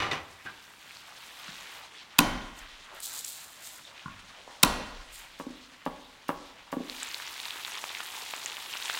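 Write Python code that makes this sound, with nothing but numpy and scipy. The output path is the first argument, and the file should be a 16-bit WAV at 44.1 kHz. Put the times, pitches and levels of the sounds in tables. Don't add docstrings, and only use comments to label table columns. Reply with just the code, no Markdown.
import sys
import numpy as np
from scipy import signal
from scipy.fft import rfft, irfft, next_fast_len
from scipy.io import wavfile

SR = 44100
rng = np.random.default_rng(int(sys.argv[2]) if len(sys.argv) > 2 else 0)


def to_wav(s):
    ch = np.atleast_2d(s).T
    pcm = np.round(np.clip(ch, -1, 1) * 32767)
    wavfile.write(sys.argv[1], SR, pcm.astype(np.int16))


N = 396459
TIME = np.arange(N) / SR

# pitch in Hz, relative level in dB, t60 in seconds.
BOARD = [(183.5, -12.5, 0.047), (260, -10, 0.062), (305, -47.5, 0.017), (491, -20, 0.041),
         (563, -18, 0.038), (810, -10, 0.022), (963, -13, 0.055), (1087, -27, 0.11), (1415, -44, 0.021),
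         (1620, -8, 0.0079), (2010, -29, 0.024), (2760, -9.5, 0.015)]
# start in seconds, drive in dB, lowest and
# highest pitch driven in Hz.
BUMPS = [(1.485, -32.5, 118, 210), (4.058, -23, 70, 184), (4.477, -34.5, 400, 1200)]
# start in seconds, crack in dB, its pitch in Hz, thump in dB,
# clap in dB, top of the steel's slap in Hz, after-ring in dB, its pitch in Hz. Levels are relative.
SMASHES = [(2.185, 0, 2180, -5.5, -12.5, 3020, -2, 2940), (4.629, 1, 4100, -9, -11.5, 3720, -19.5, 1704)]
# time in seconds, drive of the knock in dB,
# its highest pitch in Hz, relative level of the juice's hiss in dB.
SLICES = [(5.3995, -22, 1450, -47.5), (5.8635, -15.5, 1500, -46), (6.292, -13.5, 1610, -38.5),
          (6.7278, -18, 1550, -42)]
LAND_S = .0062


def amp(db):
    return 10 ** (np.asarray(db) / 20)


def unit(x):
    return x / np.std(x)


def fader(rows):
    return amp(np.interp(TIME, *np.transpose(rows)))


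def fade_in(s, length_s=.18):
    return np.clip(.5 + (TIME - s) / length_s, 0, 1)


def stroke(s, db, rise_s, fall_s):
    return amp(db) * np.exp(-(np.maximum(s - TIME, 0) / rise_s) ** 2 - np.maximum(TIME - s, 0) / fall_s)


def add(track, s, x):
    i = max(0, int(s * SR))
    track[i:i + len(x)] += x[:N - i]


def colour(x, points):
    hz, db = np.transpose(points)
    size = next_fast_len(len(x))
    f = np.maximum(np.fft.rfftfreq(size, 1 / SR), 1)
    gain = amp(np.interp(np.log(f), np.log(hz), db)) * np.minimum(f / hz[0], 1) ** 2
    return irfft(rfft(x, size) * gain, size)[:len(x)]


def resonate(x, hz, q):
    hz = min(hz, .4 * SR)
    return signal.lfilter(*signal.iirpeak(hz, max(q, 3 * hz / SR), fs=SR), x)


def soften(x, hz, order=3):
    return signal.sosfilt(signal.butter(order, min(hz, SR / 2 - 1), fs=SR, output="sos"), x)


def clicks(rate, spread_db):
    size = amp(spread_db * np.minimum(rng.exponential(size=N), 5))
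    return (rng.random(N) < rate / SR) * size * rng.choice([-1, 1], N)


def crackle(rate, spread_db, q, flicker_db):
    out = np.zeros(N)
    for hz in np.geomspace(400, 15000, 14):
        flicker = np.interp(TIME, np.linspace(0, TIME[-1], 200), rng.standard_normal(200))
        impulses = clicks(rate * (hz / 3000) ** .7, spread_db)
        grains = resonate(resonate(impulses, hz, q), hz, q)
        out += np.sqrt(hz) * unit(grains) * amp(flicker_db * flicker)
    return unit(out)


def ring(modes):
    t = TIME[:SR]
    return sum(amp(db - 60 * t / t60) * np.cos(2 * np.pi * hz * t) for hz, db, t60 in modes)


def strike(hits, modes, grain_db=-60):
    # frequency in Hz, relative level in dB.
    wood_grain = [(200, 6.5), (400, -3), (650, -0.5), (1300, -0.5), (1800, -19), (3000, -3.5),
                  (6000, -31.5)]
    out, body = np.zeros(N), ring(modes)
    for s, db, low_hz, high_hz in hits:
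        wash = amp(grain_db) * unit(colour(rng.standard_normal(SR), wood_grain))
        wash *= np.exp(-TIME[:SR] / .0082)
        contact = signal.butter(2, [low_hz, max(high_hz, 1.05 * low_hz)], "band", fs=SR, output="sos")
        add(out, s, amp(db) * signal.sosfilt(contact, body + wash))
    return out


def bounced(hits, delay_s=.022, drop_db=-2.5):
    return hits + [(s + delay_s, db + drop_db, low, high) for s, db, low, high in hits]


def fractures(rows, q, splinter_db):
    t, out = TIME[:SR // 10], np.zeros(N)
    for s, db, decay, hz in rows:
        fade = np.exp(-t / decay)
        rush = rng.standard_normal(len(t)) * fade
        splinters = unit(rush - soften(rush, 1100, order=1))
        crack = unit(resonate(rush, hz, q)) + amp(splinter_db) * splinters
        add(out, s, .5 * amp(db) * unit(crack) * np.std(fade))
    return out


def pan_on_grate():
    # start in seconds, relative level in dB, length in seconds,
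    # treble roll-off in Hz.
    shoves = [(0.0, -26, 0.021, 3500), (0.018, -30, 0.094, 2900), (0.112, -30, 0.02, 9000),
              (0.13, -34.5, 0.065, 4000), (0.451, -42, 0.069, 2600)]
    # pitch in Hz, relative level in dB, t60 in seconds.
    iron = [(769, -15, 0.28), (1030, -16, 0.26), (1200, -8.5, 0.13), (1367, -13, 0.068),
            (1534, -15.5, 0.088), (1610, -21.5, 0.071), (1952, -12, 0.075), (2500, -4, 0.089),
            (2930, -2, 0.092), (3640, -8.5, 0.034), (5940, -9, 0.14)]
    # frequency in Hz, relative level in dB.
    grind = [(41, -22), (70, -1), (210, -7.5), (322, -3.5), (632, -7.5), (1130, -2), (1660, -6.5),
             (1940, -1), (3730, -9), (4770, -12.5), (15000, -34.5)]
    # start in seconds, drive in dB, lowest and highest pitch driven in Hz.
    pan_knocks = [(.026, -18.5, 690, 1370), (.115, -12, 1840, 2090), (.1165, -17.5, 3380, 4030),
                  (.461, -19, 1534, 1700), (.471, -15, 1466, 1670), (.487, -27, 1480, 1740)]
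    out = np.zeros(N)
    grit = clicks(rate=2500, spread_db=-.5)[:SR]
    ringing = unit(signal.fftconvolve(grit, ring(iron))[:SR])
    scrape = unit(unit(colour(grit, grind)) + amp(-10.5) * ringing)
    for s, db, length, hz in shoves:
        age = np.maximum(TIME[:SR] - s, 0) / length
        push = np.minimum(age / .041, 1) * np.exp(-age ** 2)
        add(out, 0, amp(db) * soften(scrape * push, hz, order=1))
    return out + strike(pan_knocks, iron)


def kitchen(x):
    # band centre in Hz, t60 in seconds, relative level in dB.
    room = [(60, 0.79, 5), (152, 0.6, -6), (276, 0.68, -1), (594, 0.83, 1), (1150, 0.8, -1),
            (2050, 0.94, -8), (3980, 0.74, -10.5), (7500, 0.52, -14.5), (13900, .38, -24.5)]
    t, tail = TIME[:int(1.5 * SR)], 0
    noise = rfft(rng.standard_normal(len(t)))
    pitch = np.log(np.maximum(np.fft.rfftfreq(len(t), 1 / SR), 1))
    centres = np.log([row[0] for row in room])
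    for band, (_, t60, db) in zip(np.eye(len(room)), room):
        fade = np.clip((t - .005) / .00252, 0, 1) * np.exp(-np.log(1000) * t / t60)
        reflections = irfft(noise * np.interp(pitch, centres, band), len(t))
        tail = tail + amp(db) * reflections * fade / np.linalg.norm(fade)
    return signal.fftconvolve(x, tail)[:N]


def bubbles(rows):
    t, out = TIME[:SR // 100], np.zeros(N)
    snap = soften(amp(-2.5) * np.exp(-t / .00034) * np.cos(2 * np.pi * 2600 * t), 7000)
    for s, db, hz in rows:
        age = t / (.00025 * (3500 / hz) ** .32)
        cavity = age * np.exp(1 - age) * np.sin(2 * np.pi * hz * t)
        add(out, s, amp(db) * (cavity + snap))
    return out


def frying():
    # frequency in Hz, relative level in dB.
    far_colour = [(250, -12.5), (450, -10.5), (650, -6.5), (1000, -4), (2000, -4), (3500, -5.5),
                  (5000, -12.5), (7000, -17), (10000, -25), (15500, -47)]
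    near_colour = [(150, -3), (280, 0.5), (600, -4.5), (900, 7), (1400, 4), (2200, 6.5), (3600, 7.5),
                   (5400, -0.5), (7500, -2), (11000, -7), (15500, -7)]
    # time in seconds, relative level in dB.
    distant = [(2, -50.5), (5.2, -51), (5.7, -54), (6.7, -54)]
    close = [(6.92, -44), (7.02, -41), (8.69, -40.5), (8.97, -35)]
    # start in seconds, relative level in dB, pitch in Hz.
    loud_pops = [(0.909, -33, 2480), (0.97, -32, 4430), (1.481, -30.5, 1650), (6.898, -20.5, 4000),
                 (7.031, -17, 7550), (7.145, -17.5, 4000), (7.401, -22, 3800), (7.455, -21.5, 3900),
                 (7.507, -21.5, 3430), (7.649, -19.5, 3680), (7.753, -27, 3280), (7.84, -20.5, 1060),
                 (7.95, -24, 3550), (8.004, -22, 1350), (8.337, -20.5, 1070), (8.46, -16, 6800),
                 (8.569, -24, 3010), (8.738, -26.5, 3010), (8.898, -15.5, 1480)]
    leave_stove_s, back_at_pan_s = 1.834, 6.86
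    cold_db, warming_db_per_s = -59.5, 7
    away = fade_in(leave_stove_s)
    warming = amp(cold_db + warming_db_per_s * np.minimum(TIME, leave_stove_s)) * (1 - away)
    near_gain = amp(-.5) * warming + fader(close) * fade_in(back_at_pan_s)
    far_gain = warming + fader(distant) * away
    hiss = unit(colour(crackle(rate=900, spread_db=.5, q=1, flicker_db=4.5), far_colour))
    fizz = unit(colour(crackle(rate=700, spread_db=3.5, q=1.32, flicker_db=2.8), near_colour))
    when, size, pitch = rng.random((600, 3)).T
    spatter = bubbles(zip(when * TIME[-1], 11 * size ** 2, 1100 * 7 ** pitch))
    droplets = [(s + .00154, db - 3.5, hz * 2.26) for s, db, hz in loud_pops if hz < 1700]
    pops = amp(-1) * bubbles(loud_pops + droplets) + amp(2) * spatter * near_gain
    pops -= soften(pops, 320, order=1)
    return hiss * far_gain + amp(-1) * fizz * near_gain + pops + amp(-7.5) * kitchen(pops)


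def garlic_and_board():
    # delay in seconds, level against the crack's in dB,
    # decay in seconds, pitch as a multiple of the crack's.
    crush = [(0, -11, 0.0019, 2.2), (.0029, -1.5, 0.0013, .9), (.0043, 2, 0.0015, 1.2),
             (.006, -7, .0016, .85), (0.0184, -18, 0.0029, 1.6)]
    fist_hz, flat_steel_hz, rebound_hz = (85, 330), (447, 1220), (130, 660)
    cracks, thumps = [], bounced(BUMPS)
    for s, crack_db, crack_hz, thump_db, clap_db, *_ in SMASHES:
        for delay, db, decay, ratio in crush:
            cracks.append((s + delay, crack_db + db, decay, crack_hz * ratio))
        thumps += [(s + LAND_S, thump_db, *fist_hz),
                   (s + LAND_S, clap_db, *flat_steel_hz),
                   (s + .024, -13, *rebound_hz)]
    return fractures(cracks, q=.62, splinter_db=0) + strike(thumps, BOARD, grain_db=-9.5)


def counter():
    # frequency in Hz, relative level in dB.
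    shudder = [(28, 10.5), (42, 7.5), (58, 4), (75, -15), (110, -25), (200, -44)]
    out, t = np.zeros(N), TIME[:2 * SR]
    swell = np.minimum(t / .008, 1) * np.exp(-t / .2)
    blows = [(s + LAND_S, -36) for s, *_ in SMASHES]
    blows += [(s, -58.5) for s, *_ in SLICES]
    blows += [(s, db - 34.5) for s, db, *_ in BUMPS]
    for s, db in blows:
        add(out, s, amp(db) * unit(colour(rng.standard_normal(len(t)), shudder)) * swell)
    return out


def steel():
    # pitch in Hz, relative level in dB, t60 in seconds.
    blade = [(1014, -18, 0.037), (1064, -6.5, 0.03), (1406, -12.5, 0.031), (1432, -31.5, 0.82),
             (1570, -26.5, 0.014), (1920, -36, 0.94), (2540, -6.5, 0.015), (2740, -39, 0.98),
             (3084, -36.5, 0.81), (3650, -5.5, 0.015), (4010, -10, 0.042), (4070, -33, 0.7)]
    # start in seconds, drive in dB,
    # lowest and highest pitch driven in Hz.
    blade_taps = [(3.85, -29, 3310, 3750), (4.059, -22, 1070, 1580)]
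    slap_db, slap_low_hz, ring_spread = -5, 900, 1.054
    hits = bounced(blade_taps)
    for s, *_, top_hz, ring_db, ring_hz in SMASHES:
        hits += [(s + LAND_S, slap_db, slap_low_hz, top_hz),
                 (s + .0095, ring_db, ring_hz / ring_spread, ring_hz * ring_spread)]
    return strike(hits, blade)


def skins():
    # frequency in Hz, relative level in dB.
    paper = [(1760, -34), (3000, -10), (3910, -3), (5630, -8.5), (7400, -0.5), (10400, -6.5), (12900, -7),
             (14800, -3.5), (16000, -14)]
    # fastest moment in seconds, relative level in dB,
    # rise and fall in seconds.
    sweeps = [(2.59, -55.5, 0.03, 0.038), (2.96, -57, 0.025, .05), (3.05, -35, .024, 0.07),
              (3.15, -40.5, 0.023, 0.037), (3.195, -42, 0.022, 0.018), (3.28, -41.5, 0.027, 0.16),
              (3.67, -46, 0.047, 0.073), (3.765, -58.5, 0.041, .025), (5.15, -47, .03, .075)]
    # start in seconds, relative level in dB, pitch in Hz.
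    snaps = [(2.59, -35, 7200), (2.948, -44, 12000), (3.003, -27, 9000), (3.245, -25, 5750),
             (3.248, -20.5, 7650), (3.672, -30, 7730), (3.748, -47, 13000)]
    crinkle = unit(colour(crackle(rate=220, spread_db=2, q=.94, flicker_db=1.5), paper))
    rustle = amp(-.5) * crinkle * sum(stroke(*row) for row in sweeps)
    return rustle + fractures([(s, db, .002, hz) for s, db, hz in snaps], q=7, splinter_db=-10)


def slicing():
    # frequency in Hz, relative level in dB.
    wet_steel = [(1500, -16), (2600, -6), (3900, 4), (5200, -17), (13000, -21)]
    # start in seconds, drive in dB, highest pitch driven in Hz.
    heel_rocks = [(5.467, -18, 440), (6.768, -12.5, 470)]
    lead_s, edge_low_hz, heel_low_hz = .01, 209, 222
    wet, lift = [], 0
    for s, _, _, db in SLICES:
        wet += [(s - lead_s, db + 4, .013, 2900),
                (s - lead_s, db, .043, 12000)]
        lift = lift + stroke(s + .18, db=-57.5, rise_s=.033, fall_s=.063)
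    rub = unit(colour(clicks(rate=1600, spread_db=.5), wet_steel)) * lift
    tips = [(s, db, edge_low_hz, hz) for s, db, hz, _ in SLICES]
    heels = [(s, db, heel_low_hz, hz) for s, db, hz in heel_rocks]
    knocks = bounced(tips, delay_s=.0107, drop_db=-5.5)
    knocks += bounced(heels, delay_s=.036, drop_db=-3.5)
    return fractures(wet, q=.64, splinter_db=-5) + rub + strike(knocks, BOARD, grain_db=-12)


def scene():
    # frequency in Hz, relative level in dB.
    room_tone = [(15, -12.5), (35, -5.5), (70, -1), (160, -2.5), (300, -1), (600, -22.5)]
    blade, chops = steel(), slicing()
    pan, paper = pan_on_grate(), skins()
    rumble = amp(-66) * unit(colour(rng.standard_normal(N), room_tone))
    walls = sum(kitchen(garlic_and_board()) for _ in range(5))
    into_room = amp(-5) * blade + amp(-6.5) * chops + amp(-6) * pan + amp(2) * paper
    echo = amp(-6.5) * walls + kitchen(into_room)
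    return (garlic_and_board() + blade + counter() + chops + pan + paper + frying() + rumble + echo)[None]


def record(dry):
    top_cut = signal.ellip(10, .1, 80, 15900, fs=SR, output="sos")
    return signal.sosfilt(top_cut, np.clip(dry, -1, 1))


dry = scene()
out = record(dry)
to_wav(out)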